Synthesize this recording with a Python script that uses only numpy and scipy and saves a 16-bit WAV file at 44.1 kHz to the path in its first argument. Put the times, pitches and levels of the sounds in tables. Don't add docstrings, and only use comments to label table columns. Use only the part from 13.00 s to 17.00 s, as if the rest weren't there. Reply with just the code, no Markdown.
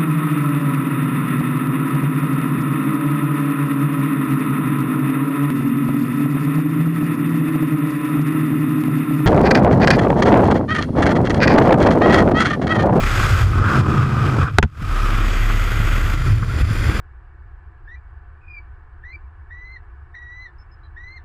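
import sys
import numpy as np
from scipy import signal
from scipy.fft import rfft, irfft
from scipy.io import wavfile
from scipy.ndimage import minimum_filter1d

SR = 44100
rng = np.random.default_rng(int(sys.argv[2]) if len(sys.argv) > 2 else 0)


def unload_audio(sound):
    columns = np.transpose(np.atleast_2d(sound))
    steps = np.round(np.clip(columns, -1, 1) * 32767)
    wavfile.write(sys.argv[1], SR, steps.astype(np.int16))


N = 176400
T = np.arange(N) / SR
BINS_HZ = np.fft.rfftfreq(N, 1 / SR)


def amp(db):
    return 10 ** (np.asarray(db) / 20)


def unit(x):
    return x / np.sqrt(np.mean(x ** 2) + 1e-20)


def curve(rows, column=1):
    rows = np.array(rows)
    return np.interp(T, rows[:, 0], rows[:, column])


def add(mix, start_s, sound):
    part = mix[round(start_s * SR):][:len(sound)]
    part += sound[:len(part)]


def noise(spectrum, colour_db=0):
    hz, db = np.transpose(spectrum)
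    shape_db = np.interp(np.log(BINS_HZ + 1), np.log(hz), db, left=-100, right=-100)
    return unit(irfft(rfft(rng.standard_normal(N)) * amp(shape_db + colour_db), N))


def drift(rate_hz):
    response = (BINS_HZ > 1) / (1 + (BINS_HZ / rate_hz) ** 4)
    return unit(irfft(rfft(rng.standard_normal(N)) * response, N))


def phasor(hz):
    return np.exp(2j * np.pi * np.cumsum(hz) / SR)


def narrowband(width_hz):
    return drift(width_hz / 2) + 1j * drift(width_hz / 2)


def tone(hz, wander):
    return unit(phasor(hz * (1 + wander * drift(rate_hz=12.6))).imag)


# time_s, level_db
THROB = [(0, -19.5), (.1, -18.5), (.35, -28.5), (.5, -43), (.8, -42), (1.5, -49.5), (1.8, -35), (1.93, -18),
         (2.05, -16), (2.5, -15.5), (2.75, -18), (2.9, -17), (3.1, -18), (3.35, -22), (3.65, -35),
         (3.77, -19), (4, -41)]
# pitch_hz, level_db
DRONE = [(102.5, -32.5), (222, -52.5), (308, -49.5)]


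def cabin(throb_hz=34.7, throb_sway_db=0.6, drone_sway_db=4):
    throb = tone(throb_hz, wander=0.024) * amp(curve(THROB) + throb_sway_db * drift(rate_hz=7.9))
    drone = sum(tone(hz, wander=0.0075) * amp(db + drone_sway_db * drift(rate_hz=8.6))
                for hz, db in DRONE)
    return throb + drone


# time_s, buffeting_db, roar_db, howl_db, rush_db, hiss_db, fizz_db
WIND_OUT = [(0.0, -21, -34, -29.5, -31.5, -40, -50), (0.094, -26, -37.5, -28.5, -31.5, -39.5, -48),
            (0.242, -16.5, -29, -22.5, -28, -35, -43.5), (0.286, -20, -37, -25, -32.5, -38.5, -46),
            (0.416, -13.5, -32.5, -22.5, -29.5, -37.5, -45), (0.456, -15.5, -37.5, -36, -41, -47.5, -55),
            (0.594, -14, -28, -26.5, -37.5, -48.5, -59), (0.624, -13.5, -30, -27, -42, -50, -67),
            (0.638, -17.5, -34.5, -21.5, -37.5, -48.5, -58), (0.734, -20, -22, -20, -31, -41, -52),
            (0.802, -14.5, -20, -21.5, -32.5, -39, -54), (0.828, -15.5, -27, -27.5, -41, -49, -61),
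            (0.864, -18.5, -22, -26.5, -38.5, -47, -59), (1.034, -16.5, -26.5, -24, -35.5, -46, -57),
            (1.072, -19, -27, -30.5, -40.5, -50, -61), (1.268, -16.5, -27.5, -25.5, -36.5, -46.5, -57),
            (1.368, -20, -21.5, -30.5, -39.5, -47.5, -58), (1.432, -13, -31.5, -23, -34.5, -46.5, -59),
            (1.454, -17.5, -46, -26.5, -44, -51, -61), (1.486, -47, -37, -28.5, -42.5, -56, -71),
            (1.52, -24, -45, -47, -52, -62, -66), (1.56, -24.5, -58, -44.5, -50, -58, -67)]
WIND_IN = [(1.86, -27, -43, -36, -42.5, -51, -57), (1.884, -24, -42.5, -34.5, -40.5, -49, -57),
           (1.976, -31.5, -38, -28, -35.5, -44.5, -51), (2.24, -25, -34.5, -29, -34.5, -45.5, -52),
           (2.284, -28.5, -32, -35, -31, -42.5, -48), (2.33, -26, -34, -32.5, -33.5, -41.5, -52),
           (2.4, -28.5, -37.5, -33.5, -33, -44.5, -49), (2.936, -21.5, -35.5, -31.5, -33.5, -44.5, -47.5),
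           (3.132, -24, -34, -32.5, -35, -44.5, -49), (3.14, -16, -36, -31, -33.5, -40.5, -48),
           (3.17, -20.5, -47, -36, -38.5, -48, -55), (3.284, -18, -30.5, -34, -37, -44, -51.5),
           (3.344, -18.5, -41, -42, -43, -50.5, -57), (3.422, -22.5, -36, -41, -43, -50.5, -59),
           (3.48, -23, -41, -39.5, -45.5, -49.5, -59), (3.496, -22, -41, -36, -41, -50, -56),
           (3.584, -21.5, -28, -36.5, -37.5, -44, -55), (3.616, -12, -33.5, -35, -33.5, -42.5, -49),
           (3.628, -15, -41, -37.5, -41.5, -49.5, -58), (3.738, -27.5, -36.5, -34.5, -37.5, -44.5, -51),
           (3.902, -14.5, -30, -32, -32, -41.5, -49), (3.98, -20, -31, -31.5, -32.5, -41, -49)]
WIND = WIND_OUT + WIND_IN
# time_s, centre_hz
EDDIES = [(0, 90), (.55, 88), (.75, 112), (1.45, 114), (1.9, 84), (3.0, 82), (3.3, 97), (4, 86)]
# frequency_hz, density_db
RUMBLE = [(12, -18), (25, -1), (48, -5), (70, -7), (90, -4), (150, -4), (400, -93)]


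def buffeting(width_hz=77.4, evenness=0.2, eddy_db=1.73, rumble_db=-12.5):
    envelope = narrowband(width_hz)
    envelope /= (abs(envelope) ** 2 + 0.1) ** (evenness / 2)
    eddies = unit((envelope * phasor(curve(EDDIES))).real)
    return amp(curve(WIND)) * (amp(eddy_db) * eddies + amp(rumble_db) * noise(RUMBLE))


# frequency_hz, density_db
HOWL = [(300, -11), (500, -11), (620, -19.5), (760, -16), (950, -14.5), (1080, -5.5), (1210, -2),
        (1400, -2.5), (1580, -4), (1800, -17), (2500, -38.5), (5000, -41)]
# time_s, pitch_hz, power_share (0 to 1)
CAVITY = [(0, 1263, 0.07), (.3, 1380, 0.03), (.55, 1266, 0.43), (.7, 1380, 0), (.88, 1234, 0.5),
          (1.2, 1230, 0.27), (1.45, 1300, 0.28), (1.9, 1259, 0.36), (2.15, 1254, 0.42), (2.4, 1370, 0.12),
          (3.3, 1361, 0.34), (4, 1425, 0)]


def howl(centre_hz=1333, whistle_width_hz=130):
    pitch_hz = curve(CAVITY)
    share = np.clip(curve(CAVITY, column=2), 0, 1)
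    shift_hz = 0.5 * (pitch_hz - centre_hz)
    broad = signal.hilbert(noise(HOWL)) * phasor(shift_hz)
    whistle = narrowband(whistle_width_hz) * phasor(pitch_hz)
    return np.sqrt(1 - share) * broad.real + np.sqrt(share) * whistle.real


# centre_hz, width_hz, slipstream_db, door_frame_db, cabin_db
COLOURS = [(815, 170, 1, -1.5, -4), (2040, 170, -2, 3, 1.5), (2810, 350, 1.5, 2, -1),
           (3330, 310, 1.5, 3.5, 3), (3920, 88, -1.5, -3, -7), (4710, 270, 3, 4.5, 7),
           (5100, 190, 5, 1, 4.5), (6400, 190, -6.5, -8, 3), (6530, 290, 4, 9, -6.5),
           (7100, 300, -2, 1.5, 5), (7800, 250, 0.5, 3, -6), (9150, 200, -2, -2, 6),
           (9600, 200, 1.5, -1, -5), (10270, 520, 1, -9, 3), (13100, 310, 6, 2, 4)]
# time_s, place (0 slipstream, 1 door frame, 2 cabin)
PLACE = [(0, 0.37), (.4, .8), (.5, 0), (2.1, 0), (2.33, 1.02), (3.05, 1), (3.3, 1.87), (4, 2.08)]


def coloured_by_place(spectrum):
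    colours_db = sum(np.outer(gains_db, np.exp(-((BINS_HZ - hz) / width_hz) ** 2))
                     for hz, width_hz, *gains_db in COLOURS)
    place = np.clip(curve(PLACE), 0, 2)
    weights = [np.sqrt(np.maximum(1 - abs(place - k), 0)) for k in range(len(colours_db))]
    return sum(weight * noise(spectrum, db) for weight, db in zip(weights, colours_db))


# frequency_hz, density_db
ROAR = [(80, -22), (165, -1), (205, 5), (260, -0.5), (315, 0.5), (400, -5), (500, -11.5), (650, -15.5),
        (800, -15), (950, -14.5), (1300, -25), (3000, -55)]
RUSH = [(300, -8), (700, -2.5), (950, -8), (1300, -1.5), (1650, -0.5), (2050, 1.5), (2220, -3), (2420, 1),
        (2850, -7.5), (3350, -8), (3900, -15), (4700, -42), (8000, -28.5)]
HISS = [(2500, -16), (3900, 2.5), (4800, -0.5), (6000, -1), (7800, -4), (8600, -8.5), (10000, -13.5),
        (13000, -35)]
FIZZ = [(7500, -8), (9500, -4.5), (10600, 3), (12000, -3), (13200, -1.5), (14000, -4.5), (15300, -10)]


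def airflow():
    flutter = drift(rate_hz=90.5)
    rush, hiss, fizz = (coloured_by_place(spectrum) for spectrum in (RUSH, HISS, FIZZ))
    # sound, gain_db, flutter_db
    layers = [(noise(ROAR), 0.97, 2.5), (howl(), 1.03, 1.0),
              (rush, 2.72, 1.5), (hiss, 1.7, 1.0), (fizz, -0.1, 1.0)]
    return sum(sound * amp(gain_db + curve(WIND, column) + flutter_db * flutter)
               for column, (sound, gain_db, flutter_db) in enumerate(layers, start=2))


def pulse(t, peak_s):
    return t / peak_s * np.exp(1 - t / peak_s)


# start_s, thump_db, puff_db
SLAPS = [(1.82, -12.5, -51), (2.499, -20.5, -21), (2.8, -11, -28), (3.426, -13, -25), (3.708, -8, -38)]


def slaps(thump_hz=122.4):
    out, t = np.zeros(N), T[:SR // 10]
    for start_s, thump_db, puff_db in SLAPS:
        thump = pulse(t, peak_s=0.0026) * np.sin(2 * np.pi * thump_hz * t)
        puff = pulse(t, peak_s=0.0031) * noise(HOWL)[:len(t)]
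        add(out, start_s, amp(thump_db) * thump + amp(puff_db) * puff)
    return out


def ringing(modes, t):
    return sum(amp(db - 60 * t / t60_s) * np.sin(2 * np.pi * hz * t) for hz, db, t60_s in modes)


# pitch_hz, relative_db, t60_s
HOUSING_MODES = [(412, -1.5, .032), (726, -2.5, 0.026), (877, -8.5, 0.042), (1070, -8.5, .02),
                 (1476, 2.5, 0.017), (1616, -6, 0.022), (1856, -5, 0.015), (2310, -17, 0.0098),
                 (3210, -7, 0.0089), (3504, -9.5, 0.014), (7200, -15, 0.0097)]
MOUNT_MODES = [(79.6, 7, 0.065), (144, 4, 0.057), (208, 0, 0.046), (298, -14, .035)]
# frequency_hz, density_db
RATTLE = [(100, 11), (700, -2), (1500, 2.5), (2000, -5), (3000, -8.5), (5000, -20), (8000, -33),
          (15000, -58)]
# start_s, rattle_db, ring_db, thud_db, rattle_t60_s, thud_lag_s
KNOCKS = [(1.585, 14, 18, 12, 0.026, .003), (1.627, 15.5, 3, 6, 0.02, .0035),
          (1.6351, 6, 0, 5, 0.019, 0.00029), (1.645, -7, -8.5, 8, 0.024, 0)]


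def knocks(rise_s=0.0017, thud_rise_s=0.0014):
    out, t = np.zeros(N), T[:SR // 5]
    onset = np.minimum(t / rise_s, 1)
    ring = ringing(HOUSING_MODES, t)
    thud = (1 - np.exp(-t / thud_rise_s)) * ringing(MOUNT_MODES, t)
    for start_s, rattle_db, ring_db, thud_db, t60_s, lag_s in KNOCKS:
        rattle = amp(rattle_db - 60 * t / t60_s) * noise(RATTLE)[:len(t)]
        add(out, start_s, onset * (rattle + amp(ring_db) * ring))
        add(out, start_s + lag_s, -amp(thud_db) * thud)
    return out


def scene():
    return (cabin() + buffeting() + airflow() + slaps() + knocks())[None]


def gain_control(x, limit_db=-5, attack_s=0.0012, hold_s=0.06, recover_db_per_s=128):
    over_db = np.maximum(20 * np.log10(abs(x) + 1e-9) - limit_db, 0)
    half_hold = round(hold_s * SR / 2)
    held_db = -minimum_filter1d(-over_db, 2 * half_hold + 1, origin=half_hold)
    recovery_db = recover_db_per_s * T
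    duck_db = np.maximum.accumulate(held_db + recovery_db) - recovery_db
    pole = np.exp(-1 / (attack_s * SR))
    return x * amp(-signal.lfilter([1 - pole], [1, -pole], duck_db))


def record(dry, overload_db=12.5, edge_hz=15350):
    saturated = amp(overload_db) * np.tanh(dry[0] / amp(overload_db))
    clipped = np.clip(gain_control(saturated), -1, 1)
    lowpass = signal.firwin(511, edge_hz, window=("kaiser", 9), fs=SR)
    return signal.oaconvolve(clipped, lowpass, "same")[None]


dry = scene()
out = record(dry)
unload_audio(out)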